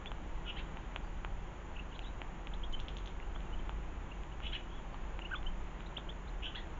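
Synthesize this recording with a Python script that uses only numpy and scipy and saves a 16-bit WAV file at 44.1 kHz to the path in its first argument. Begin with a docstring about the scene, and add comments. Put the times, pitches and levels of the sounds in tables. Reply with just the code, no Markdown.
"""A snowy garden: close by, a tit pecks at a fat block in a wire cage, each peck a burst of damped modes.
Farther off, small birds chip, tick and cheep as tones on swept pitch curves; a larger bird calls once.
Behind them lie shaped noise for a low rumble and distant traffic, and wavering tones for a faint hum.
The small microphone dulls birds and pecks above about 3 kHz, most of all near 5 kHz, and adds a thin hiss.
"""
import sys
import numpy as np
from scipy import signal
from scipy.fft import rfft, irfft, next_fast_len
from scipy.io import wavfile
from scipy.ndimage import map_coordinates

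SR = 44100
rng = np.random.default_rng(int(sys.argv[2]) if len(sys.argv) > 2 else 0)


def master_out(mix):
    """Clip the mix to full scale and print it as 16-bit PCM to the path in sys.argv[1]."""
    frames = np.transpose(np.atleast_2d(mix))
    ceiling = np.clip(frames, -1, 1)
    pcm = np.round(ceiling * 32767).astype(np.int16)
    wavfile.write(sys.argv[1], SR, pcm)


N = 299439  # length in samples

# The contact notes near and far share a bulge of pitch in octaves and a steepness of swell.
CHIP_ARCH_OCT, CHIP_STEEP = 0.085, 0.76


def amp(db):
    """Decibels to gain."""
    return 10 ** (np.asarray(db) / 20)


def unit(x):
    """Scale to rms 1."""
    return x / np.sqrt(np.mean(x ** 2) + 1e-20)


def wobble(rate, size):
    """A smooth random curve of size samples, with rate knots a second."""
    knots = rng.standard_normal(size // 16 + 8)
    return map_coordinates(knots, [np.arange(size) * rate / SR], mode="mirror")


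def filtered(x, response):
    """x times a gain that depends on frequency."""
    m = next_fast_len(N + 8192)
    gain = response(np.fft.rfftfreq(m, 1 / SR))
    return irfft(rfft(x, m) * gain, m)[:N]


def coloured(x, points):
    """x through a (Hz, dB) curve on a log frequency axis."""
    f, db = np.transpose(points)
    return filtered(x, lambda hz: amp(np.interp(np.log(hz + 1), np.log(f), db)))


def noise(points):
    """Noise of rms 1 with the given spectral shape."""
    return unit(coloured(rng.standard_normal(N), points))


def add(track, s, sound):
    """Mix a sound into the track at s seconds."""
    part = track[max(round(s * SR), 0):][:len(sound)]
    part += sound[:len(part)]


def voice(hz, overtones_db):
    """A tone on a pitch curve: a sum of sine harmonics, with one level for each."""
    phase = 2 * np.pi * np.cumsum(hz) / SR
    harmonics = sum(amp(db) * np.sin((k + 1) * phase) for k, db in enumerate(overtones_db))
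    return np.sqrt(2) * harmonics


def arch(length, pitch_hz, sweep, bulge, steep, crest=.5, peak_db=0):
    """Pitch and loudness of a note: a sweep with a bulge (both in octaves) under one swell.

    The swell peaks at crest, a share of the length; peak_db deepens its fall towards both ends.
    """
    u = np.linspace(-1, 1, max(int(length * SR), 8))
    off_crest = np.interp(u, [-1, np.clip(2 * crest - 1, -1, 1), 1], [1, 0, 1])
    swell = np.abs(np.cos(np.pi * off_crest / 2)) ** steep * amp(-peak_db * off_crest)
    hz = pitch_hz * 2 ** (sweep * u / 2 - bulge * u ** 2)
    return hz, swell


def whistle(length, pitch_hz, sweep, rough, bulge, steep):
    """One nearly pure note; roughness makes its pitch and loudness tremble."""
    hz, swell = arch(length, pitch_hz, sweep, bulge, steep, crest=0.51)
    hz = hz * (1 + 0.059 * rough * wobble(600, len(hz)))
    tremble = unit(amp(4.1 * rough * wobble(320, len(hz))))
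    return swell * tremble * voice(hz, [0, -26])


def garden(x, wet_db, t60, echo_db):
    """Nearby walls return a few weak copies; branches scatter a short tail."""
    t = np.arange(SR // 2) / SR
    tail = rng.standard_normal(len(t)) * amp(-60 * t / t60) * (1 - np.exp(-t / 0.0046))
    answer = amp(wet_db) * tail / np.linalg.norm(tail)
    for delay, db in [(.0065, -1), (.011, 0), (.019, -2.5)]:
        answer[round(delay * SR)] += amp(echo_db + db)
    return x + signal.fftconvolve(x, answer)[:N]


def rumble():
    """Low noise that sways at random and rises in broad swells, with a wandering deep drone in it."""
    # Each row: frequency in Hz, relative density in dB per Hz.
    rumble_shape = [(10, -11.5), (22, 7.5), (32, -3), (38, -5.5), (48, -3.5), (57, -5), (78, -7.5),
                    (100, -19.5), (140, -28), (300, -61)]
    # Each row: crest in seconds, half width in seconds (to 1/e of the rise), rise in dB.
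    swells = [(1.2, 0.37, 2.5), (3.35, 0.26, 4.5), (4.5, 0.1, 3), (5.57, 0.12, 5)]
    rest_db, sway_db, sway_per_s = -45, 1.46, 9
    drone_hz, drone_wander_hz, drone_db = 43.63, 3.5, -2.5  # drone level against the noise
    t = np.arange(N) / SR
    swell_db = sum(db * np.exp(-((t - s) / width) ** 2) for s, width, db in swells)
    drone = voice(drone_hz + drone_wander_hz * wobble(11, N), [drone_db])
    level = amp(rest_db + swell_db + sway_db * wobble(sway_per_s, N))
    return level * (noise(rumble_shape) + drone)


def traffic():
    """The wash of distant traffic: noise weakening towards the treble, its level swaying slightly."""
    # Each row: frequency in Hz, relative density in dB per Hz.
    traffic_shape = [(59, -39.5), (100, -3.5), (183, -4), (205, -5), (364, -6.5), (466, -9.5), (725, -10),
                     (813, -7.5), (882, -8), (1040, -9.5), (1150, -11.5), (1390, -13.5), (1640, -15),
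                     (3160, -22), (5000, -43), (6500, -79), (11000, -120)]
    return amp(-51.5 + 0.49 * wobble(3.73, N)) * noise(traffic_shape)


def hum():
    """A few low tones, each wavering in pitch and level."""
    # Each row: middle frequency in Hz, middle level in dB rms.
    hum_tones = [(120, -66), (151, -63), (181, -61.5), (332, -67), (361, -70.5)]
    out = np.zeros(N)
    for hz, db in hum_tones:
        level = amp(db + 1.8 * wobble(4, N))
        out += level * voice(hz + 1.52 * wobble(7, N), [0])
    return out


def hiss():
    """The microphone's own thin, steady noise, strongest near 7 kHz."""
    # Each row: frequency in Hz, relative density in dB per Hz.
    hiss_shape = [(3000, -27.5), (4500, -23.5), (5300, -3.5), (6200, 4), (7100, 10), (7400, -6)]
    return amp(-72.5) * noise(hiss_shape)


def ring(modes, pitch_hz):
    """A blow on heavily damped modes; neighbouring modes start in opposite directions."""
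    t = np.arange(SR // 40) / SR
    rise = 1 - np.exp(-t / .00008)
    out = np.zeros(len(t))
    for k, (ratio, db, t60) in enumerate(modes):
        decay = amp(db + rng.normal(0, 1) - 60 * t / t60)  # each blow excites the modes a little differently
        out += (-1) ** k * decay * np.sin(2 * np.pi * pitch_hz * ratio * t)
    return rise * out


def pecks():
    """Beak on fat and wire: each peck is a dull knock in the block and a sharp tick of the beak."""
    # Each row: start in seconds, gain of the knock in dB, gain of the tick in dB, tick pitch in Hz.
    blows = [(0.0594, -63, -32.5, 2550), (0.1175, -29.5, -36.5, 2930), (.7710, -34.5, -37, 2200),
             (0.9613, -26.5, -25.5, 2520), (1.248, -26, -31, 2380), (1.9924, -48, -31, 2920),
             (2.2172, -30.5, -30.5, 2270), (2.4715, -35, -31.5, 2700), (3.2010, -44, -38, 2100),
             (3.361, -32, -44, 2190), (3.4052, -48, -43, 2800), (3.6939, -28, -34, 2570),
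             (4.2350, -50, -40.5, 2500), (4.4030, -34.5, -41, 2400), (4.9443, -34, -44, 2900),
             (5.1914, -32.5, -33, 2240), (5.4294, -38, -44, 2800), (5.8060, -36, -40, 2880),
             (5.9820, -31.5, -40, 2480)]
    # Modes of the fat block. Each row: multiple of its lowest mode, relative level in dB, t60 in seconds.
    block_modes = [(1, 3.5, 0.0056), (1.6, -1, 0.0057)]
    # Modes of the beak's tick. Each row: multiple of the tick pitch, relative level in dB, t60 in seconds.
    beak_modes = [(1, 5.5, 0.003), (1.35, -1.5, 0.0043), (1.8, 1.5, 0.0019)]
    block_hz = 915  # lowest mode of the fat block
    out = np.zeros(N)
    for s, knock_db, tick_db, tick_hz in blows:
        knock = amp(knock_db) * ring(block_modes, block_hz)
        tick = amp(tick_db) * ring(beak_modes, tick_hz)
        add(out, s, knock + tick)
    return out


def chips():
    """Short whistled contact notes, most of them rising, some clear and some trembling."""
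    # Each row: start in seconds, length in seconds, mid-note pitch in Hz, sweep in octaves,
    # level in dB ahead of garden and microphone, roughness (0 is clear).
    notes = [(0.063, 0.022, 3490, 0.1, -45.5, .3), (1.025, .07, 4700, 0.06, -53, 0.3),
             (1.754, 0.026, 2770, 0.2, -52, 0.65), (1.786, 0.021, 2760, 0.2, -48, 0.33),
             (1.908, 0.045, 2980, -.06, -60, .9), (1.94, 0.022, 3950, 0.4, -54, 0.5),
             (1.949, 0.027, 3930, .7, -52, 1.2), (2.011, 0.02, 2770, 0.19, -56, .8),
             (2.015, .043, 3760, -0.7, -54, 0.73), (2.052, 0.039, 3880, .08, -48, 0.33),
             (2.535, 0.012, 3670, 0.66, -45, 0.25), (2.632, 0.022, 3390, 0.4, -45.5, 0.7),
             (2.729, 0.029, 3150, 0, -44, 0.42), (3.223, 0.014, 2830, 0.12, -55.5, 0.2),
             (3.346, 0.029, 3330, .25, -55.5, 0.65), (3.458, .022, 2760, .05, -62, .3),
             (3.523, 0.03, 3000, -0.06, -54.5, 0.4), (3.587, 0.02, 3150, -.1, -60, 0.7),
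             (4.113, 0.014, 2750, .24, -50.5, 0.2), (4.316, 0.016, 2920, 0.1, -57.5, .3),
             (4.683, 0.13, 3330, .02, -61.5, 0.6), (4.924, .03, 4440, -0.3, -54, .5),
             (5.214, 0.016, 2910, 0.16, -48.5, 0.4), (5.246, 0.021, 2850, 0.26, -45, 0),
             (5.351, 0.021, 3420, 0.22, -43, 0.2), (5.461, 0.019, 3060, 0.17, -44.5, 0),
             (5.86, 0.015, 4000, .29, -46.5, 0.16), (5.966, 0.016, 3320, 0.58, -37.5, .15),
             (6.088, 0.0203, 3330, 0.31, -44.5, 0.3), (6.272, 0.029, 4050, 0.34, -52, 0.6)]
    out = np.zeros(N)
    for s, length, hz, sweep, db, rough in notes:
        add(out, s, amp(db) * whistle(length, hz, sweep, rough, CHIP_ARCH_OCT, CHIP_STEEP))
    return out


def far_chips():
    """Birds across the garden put in a few faint, trembling notes at random times and pitches."""
    count, length_s, middle_hz, spread_oct, level_db, rough = 4, .05, 3300, .19, -64, 1
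    out = np.zeros(N)
    for when, pitch, sweep in rng.uniform(-1, 1, (count, 3)):
        hz = middle_hz * 2 ** (spread_oct * pitch)
        note = whistle(length_s, hz, spread_oct * sweep, rough, CHIP_ARCH_OCT, CHIP_STEEP)
        add(out, (when + 1) / 2 * N / SR, amp(level_db) * note)
    return out


def syllable(length, pitch_hz, sweep, crest, rasp, flutter_hz):
    """A tone that an uneven flutter of the syrinx splits into grainy side tones, less so at its crest."""
    flutter_fall_oct, flutter_drift_oct = .4, .25  # the flutter slows through a syllable and drifts
    flutter_db, flutter_bend = 8, 0.15  # its depth in level and as a share of the pitch, at rasp 1
    jitter, grain_db = .05, 3.2  # random unsteadiness of pitch (share) and level, at rasp 1
    core_clears = .45  # share of the rasp that is gone at the crest
    hz, swell = arch(length, pitch_hz, sweep, bulge=.07, steep=0.95, crest=crest, peak_db=10.5)
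    n = len(hz)
    rasp = rasp * (1 - core_clears * swell)
    fall = flutter_fall_oct * np.linspace(.5, -.5, n)
    rate = flutter_hz * 2 ** (fall + flutter_drift_oct * wobble(260, n))
    beat = 2 * np.pi * np.cumsum(rate) / SR
    hz = hz * (1 + rasp * (flutter_bend * np.sin(beat) + jitter * wobble(704.6, n)))
    grain = grain_db * np.sqrt(np.abs(rasp)) * wobble(260, n)
    pulse = unit(amp(rasp * flutter_db * np.sin(beat - 1.5) + grain))
    return swell * pulse * voice(hz, [0, -28])


def cheeps():
    """Sparrow cheeps: a hoarse held tone, an upward slur and a closing note over a clearer low voice.

    The windpipe and beak then colour both voices.
    """
    # Hoarse upper voice, three rows a cheep. Each row: start in seconds, length in seconds,
    # middle pitch in Hz, sweep in octaves, level in dB ahead of the throat,
    # loudest point as a share of the length, rasp depth, middle flutter rate in Hz.
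    hoarse_tones = [(0.444, .09, 2936, -.1, -41, 0.54, 0.92, 337),
                    (.558, 0.0315, 3280, .55, -42.5, 0.36, 0.56, 764),
                    (0.581, 0.026, 2647, -.1, -41, 0.3, 2, 613),
                    (4.412, .08, 2984, .08, -40.5, 0.58, 1.13, 419),
                    (4.512, 0.043, 3200, .42, -39, 0.59, 0.8, 770),
                    (4.546, .026, 2885, -0.24, -35, 0.3, 0.94, 327),
                    (6.416, 0.0844, 3037, 0.1, -37, 0.42, 0.83, 333),
                    (6.543, 0.03, 3260, 0.68, -38.5, 0.48, 0.83, 600),
                    (6.571, .028, 3490, .6, -48, 0.46, 0.78, 716)]
    # Clearer lower voice. Each row: start in seconds, length in seconds, middle pitch in Hz,
    # sweep in octaves, level in dB ahead of the throat, roughness (0 is clear).
    low_tones = [(.458, 0.038, 1420, 0.071, -52, 0.75), (.549, 0.046, 1780, 1.2, -52, 0.24),
                 (4.427, .036, 2100, .6, -56, 0.8), (4.521, 0.04, 1720, 0.54, -50, 0.26),
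                 (4.53, 0.022, 2510, .5, -49, 0.46), (6.432, 0.055, 1550, .1, -54.5, 1.1),
                 (6.541, 0.036, 1700, 0.87, -48.5, 0.4), (6.580, 0.014, 1920, .1, -48, .3)]
    # Windpipe and beak. Each row: frequency in Hz, gain in dB.
    throat = [(1200, -3.5), (2400, -2.5), (2950, -2.5), (3500, -2.5), (4200, 10), (5500, 18.5),
              (7000, -20.5)]
    out = np.zeros(N)
    for s, length, hz, sweep, db, crest, rasp, flutter_hz in hoarse_tones:
        add(out, s, amp(db) * syllable(length, hz, sweep, crest, rasp, flutter_hz))
    for s, length, hz, sweep, db, rough in low_tones:
        add(out, s, amp(db) * whistle(length, hz, sweep, rough, bulge=.09, steep=0.3))
    return coloured(out, throat)


def ticks():
    """A scolding bird flicks its pitch up about an octave in milliseconds; the flick levels off and fades."""
    # Each row: start in seconds, starting pitch in Hz, top pitch it closes in on in Hz,
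    # level in dB ahead of garden and microphone.
    flicks = [(2.7262, 3200, 7220, -38), (2.7928, 2300, 4570, -45), (2.8006, 2700, 6760, -33.5),
              (2.8836, 2600, 6200, -33), (2.8900, 2180, 4200, -45), (2.9686, 2650, 7200, -34),
              (2.9848, 2900, 5500, -42), (3.0592, 2970, 6660, -37), (3.0745, 2800, 6400, -37)]
    length_s, rise_s, fade_db, jitter = 0.0068, .0027, 15, 0.041  # rise: time constant; jitter: pitch share
    out = np.zeros(N)
    t = np.arange(int(length_s * SR)) / SR
    swell = np.abs(np.sin(np.pi * t / length_s)) ** 0.21 * amp(-fade_db * t / length_s)
    for s, start_hz, top_hz, db in flicks:
        hz = top_hz + (start_hz - top_hz) * np.exp(-t / rise_s)
        hz = hz * (1 + jitter * wobble(1120, len(t)))
        add(out, s, amp(db) * swell * voice(hz, [0]))
    return out


def kya():
    """One short, arched, jackdaw-like call: a strong fundamental under flickering overtones."""
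    # The call's course. Each row: time in seconds, pitch in Hz, level in dB ahead of garden and
    # microphone, middle level of its octave in dB against the fundamental.
    course = [(5.31, 1260, -46, -7), (5.315, 1440, -46, -13), (5.319, 1534, -36, -21),
              (5.323, 1597, -44, -21), (5.331, 1596, -40.5, -21), (5.340, 1475, -33.5, -16),
              (5.343, 1500, -44, -12), (5.345, 1350, -34, -20), (5.349, 1200, -42.5, -16),
              (5.355, 1060, -47, -10)]
    flicker_db = 4.5
    out = np.zeros(N)
    s, hz, db, octave_db = np.transpose(course)
    t = np.arange(s[0], s[-1], 1 / SR)
    pitch = np.interp(t, s, hz) * (1 + 0.0091 * wobble(460, len(t)))
    flicker = amp(np.interp(t, s, octave_db) + flicker_db * wobble(374, len(t)))
    octave_hz = 2 * pitch * (1 + .025 * wobble(800, len(t)))
    overtones = flicker * voice(octave_hz, [0, -23])
    add(out, s[0], amp(np.interp(t, s, db)) * (voice(pitch, [0]) + overtones))
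    return out


def scene():
    """The pecks are close and nearly dry; the callers sit farther off among the branches."""
    # How the microphone hears birds and pecks. Each row: frequency in Hz, gain in dB.
    microphone = [(100, -7.5), (3200, 0.5), (3600, -5), (4100, -14), (4500, -22), (5000, -27), (6000, -19),
                  (7200, -6.5)]
    background = rumble() + traffic() + hum() + hiss()
    feeder = garden(pecks(), wet_db=-14, t60=0.065, echo_db=-34.5)
    whistles = garden(chips() + far_chips(), wet_db=-13.5, t60=0.16, echo_db=-17.5)
    sparrows = garden(cheeps(), wet_db=-5, t60=0.23, echo_db=-15)
    scolding = garden(ticks(), wet_db=-7.5, t60=0.27, echo_db=-18)
    caller = garden(kya(), wet_db=-18, t60=0.1, echo_db=-22)
    foreground = feeder + whistles + sparrows + scolding + caller
    return (coloured(foreground, microphone) + background)[None]


def record(dry):
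    """The recorder cuts off steeply above its band limit."""
    top_hz = 7450
    return filtered(dry[0], lambda hz: 1 / np.sqrt(1 + (hz / top_hz) ** 160))[None]


dry = scene()
out = record(dry)
master_out(out)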